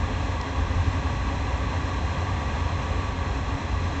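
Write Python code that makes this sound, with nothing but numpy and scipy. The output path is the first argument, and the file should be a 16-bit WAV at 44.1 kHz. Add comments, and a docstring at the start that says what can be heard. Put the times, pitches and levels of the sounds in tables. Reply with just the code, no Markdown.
"""Coal furnace at the open fire door

A coal fire burns under forced draught in an iron furnace. The flames rumble in the low modes
of firebox and flue, drone in the standing waves and roar through the higher resonances.
The blower's air hisses through the coal bed, and the coal crackles faintly, with one clear snap."""
import sys
import numpy as np
from scipy.fft import rfft, irfft, next_fast_len
from scipy.io import wavfile
from scipy.ndimage import uniform_filter1d, map_coordinates

SR = 44100
rng = np.random.default_rng(int(sys.argv[2]) if len(sys.argv) > 2 else 0)


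def waveform_to_disk(signal):
    """Save audio, clipped to [-1, 1], as 16-bit WAV at the path in sys.argv[1]."""
    frames = np.transpose(np.atleast_2d(signal))
    scaled = np.clip(frames, -1, 1) * 32767
    samples = np.round(scaled).astype(np.int16)
    wavfile.write(sys.argv[1], SR, samples)


N = 176400

# Deepest modes, of firebox and flue together. Each row: centre in Hz, width in Hz, relative level in dB.
FLUE_MODES = [(43, 15, -11.5), (59.9, 9.7, -0.5), (84.7, 13.4, 0)]
# Surges of the flames. Each row: time in seconds, gain on the rumble in dB.
SURGES = [(0.0, -24), (0.56, -30), (0.62, -19.5), (0.75, -30.5), (0.77, -20), (0.86, -27), (0.89, -17),
          (0.92, -30), (0.96, -27), (1.75, -26.5), (1.93, -30), (2.06, -22.5), (2.16, -33), (2.18, -27.5),
          (3.56, -26.5), (3.6, -39), (3.74, -25), (4.0, -28.5)]
# Standing waves across the firebox. Each row: centre in Hz, width in Hz, relative level in dB.
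STANDING_WAVES = [(107, 19, -6), (134, 24, 0.5), (175.4, 18, -4.5), (210, 20, -5), (244, 26, -5),
                  (272.2, 13.6, 1)]
# Higher resonances of firebox and doorway. Each row: centre in Hz, width in Hz, relative level in dB.
FIREBOX_MODES = [(324.6, 25.3, -0.5), (421, 46, -1.5), (522, 27, -2.5), (556, 28, -2.5), (733, 36, -3.5),
                 (802, 54, -6), (890, 38, -4), (974, 77, -0.5), (1112.4, 47, 0.5), (1156, 47, 0),
                 (1548, 47, -10.5), (1652, 88, -5.5), (1800, 80, -8.5), (1923, 37, -5.5), (2003, 55, -7.5),
                 (2130, 42, -10)]
# The roar's floor between those resonances. Each row: frequency in Hz, relative level in dB.
ROAR_FLOOR = [(110, -23), (300, -19), (640, -5.5), (900, -8.5), (1300, -12), (2200, -23.5), (3000, -47),
              (6000, -90.5)]
# Tone of the air in the coal bed. Each row: frequency in Hz, relative level in dB.
HISS_SPECTRUM = [(2000, -0.5), (2200, -4), (2350, 0.5), (2560, 0.5), (2680, -2.5), (2800, -2), (3020, -8.5),
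                 (3260, -2), (3380, -5.5), (3530, -5), (3820, -9), (4000, -2.5), (4350, -9.5), (5000, -13),
                 (5650, -12.5), (6300, -13), (6900, -16), (7500, -16.5), (8000, -25.5), (8450, -30.5),
                 (8900, -46.5)]
# Strength of the draught. Each row: time in seconds, gain in dB.
DRAUGHT_GAIN = [(0, 0), (1, 0.1), (2, -0.04), (2.85, 0.3), (3.1, -.5), (4, 0)]
# Clear snaps of the coal. Each row: start in seconds, level in dB before the EQ.
COAL_SNAPS = [(.4132, -26)]

RUMBLE_DB, DRONE_DB, ROAR_DB, HISS_DB = -0.5, -35.5, -34, -43
FLICKER_PER_S, ROAR_FLICKER_DB, HISS_FLICKER_DB = 22, 0.45, 0.5
HISS_GROWTH = 1.8  # the hiss follows the draught more than the roar does


def amp(db):
    """Decibels to gain."""
    return 10 ** (np.asarray(db) / 20)


def unit(x):
    """Scale to rms 1."""
    return x / np.sqrt(np.mean(x ** 2) + 1e-20)


def eq_curve(points, hz):
    """Gain of an EQ drawn through (Hz, dB) points on a log frequency axis."""
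    point_hz, db = np.transpose(points)
    return amp(np.interp(np.log(hz + 1), np.log(point_hz + 1), db))


def fader(points):
    """A level for every sample, ramping between (seconds, dB) points."""
    times, db = np.transpose(points)
    return np.interp(np.arange(N) / SR, times, db)


def wobble(rate):
    """A smooth random curve, rate knots a second."""
    return map_coordinates(rng.standard_normal(N // 100), [np.arange(N) * rate / SR], mode="wrap")


def filtered(x, response):
    """Shape x with a gain given as a function of frequency."""
    size = next_fast_len(N + SR // 2)
    hz = np.fft.rfftfreq(size, 1 / SR)
    return irfft(rfft(x, size) * response(hz), size)[:N]


def low_cut(hz, edge_hz, order):
    """Gain of a high-pass."""
    return 1 / np.sqrt(1 + (edge_hz / (hz + 1)) ** (2 * order))


def resonances(modes, hz):
    """Gain of a bank of steep-sided resonances whose powers add."""
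    power = sum(amp(db) ** 2 / (1 + np.sqrt(2) * ((hz - centre) / width) ** 2) ** 2
                for centre, width, db in modes)
    return np.sqrt(power)


def turbulence(response):
    """Noise coloured by a response, at rms 1."""
    return unit(filtered(rng.standard_normal(N), response))


def flame_rumble(window_s=0.12, compression=0.44):
    """Unsteady burning drives the low modes; the fixed air supply holds its mean power in check."""
    boom = turbulence(lambda hz: resonances(FLUE_MODES, hz) * low_cut(hz, edge_hz=28, order=2))
    power = np.abs(uniform_filter1d(boom ** 2, int(window_s * SR))) + 1e-6
    steadied = unit(boom / power ** (compression / 2))
    return amp(RUMBLE_DB + fader(SURGES)) * steadied


def firebox_drone(gain_db):
    """The flames keep the firebox's standing waves sounding."""
    return amp(DRONE_DB + gain_db) * turbulence(lambda hz: resonances(STANDING_WAVES, hz))


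def flame_roar(gain_db):
    """Turbulent flames sound through the firebox's resonances, over a broad floor of noise."""
    roar = turbulence(lambda hz: np.hypot(resonances(FIREBOX_MODES, hz), eq_curve(ROAR_FLOOR, hz)))
    return amp(ROAR_DB + gain_db) * roar


def air_hiss(gain_db):
    """The blower's air rushes through the gaps in the coal."""
    hiss = turbulence(lambda hz: eq_curve(HISS_SPECTRUM, hz) * low_cut(hz, edge_hz=2165, order=12))
    return amp(HISS_DB + gain_db) * hiss


def coal_crackle(cracks_per_s=40, faint_db=-47, spread_db=2.5, t60_s=0.008):
    """Splitting coal: each crack is a very short, bright burst of noise."""
    t = np.arange(SR // 40) / SR
    count = int(cracks_per_s * N / SR)
    faint = [(rng.uniform(0, N / SR), faint_db + spread_db * rng.normal()) for _ in range(count)]
    cracks = np.zeros(N + len(t))
    for start_s, db in list(COAL_SNAPS) + faint:
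        burst = amp(db - 60 * t / t60_s) * rng.standard_normal(len(t))
        cracks[int(start_s * SR):][:len(t)] += burst
    rolloff = [(6000, 4.5), (7500, -5), (8800, -21)]  # Hz, dB
    return filtered(cracks[:N], lambda hz: low_cut(hz, edge_hz=2500, order=2) * eq_curve(rolloff, hz))


def scene():
    """Drone, roar and hiss ride the draught; roar and hiss share the flicker of the flames."""
    draught_db = fader(DRAUGHT_GAIN)
    flicker = wobble(FLICKER_PER_S)
    lows = flame_rumble() + firebox_drone(draught_db)
    roar = flame_roar(draught_db + ROAR_FLICKER_DB * flicker)
    hiss = air_hiss(HISS_GROWTH * draught_db + HISS_FLICKER_DB * flicker)
    return (lows + roar + hiss + coal_crackle())[None]


def record(dry):
    """Master EQ: a narrow notch in the treble and a hard cut of the top end."""
    notch_hz, half_width_hz, top_hz = 4660, 170, 8877

    def master_eq(hz):
        notch = np.sqrt(1 - 1 / (1 + ((hz - notch_hz) / half_width_hz) ** 2))
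        return notch * (hz < top_hz)

    return np.array([filtered(channel, master_eq) for channel in dry])


dry = scene()
out = record(dry)
waveform_to_disk(out)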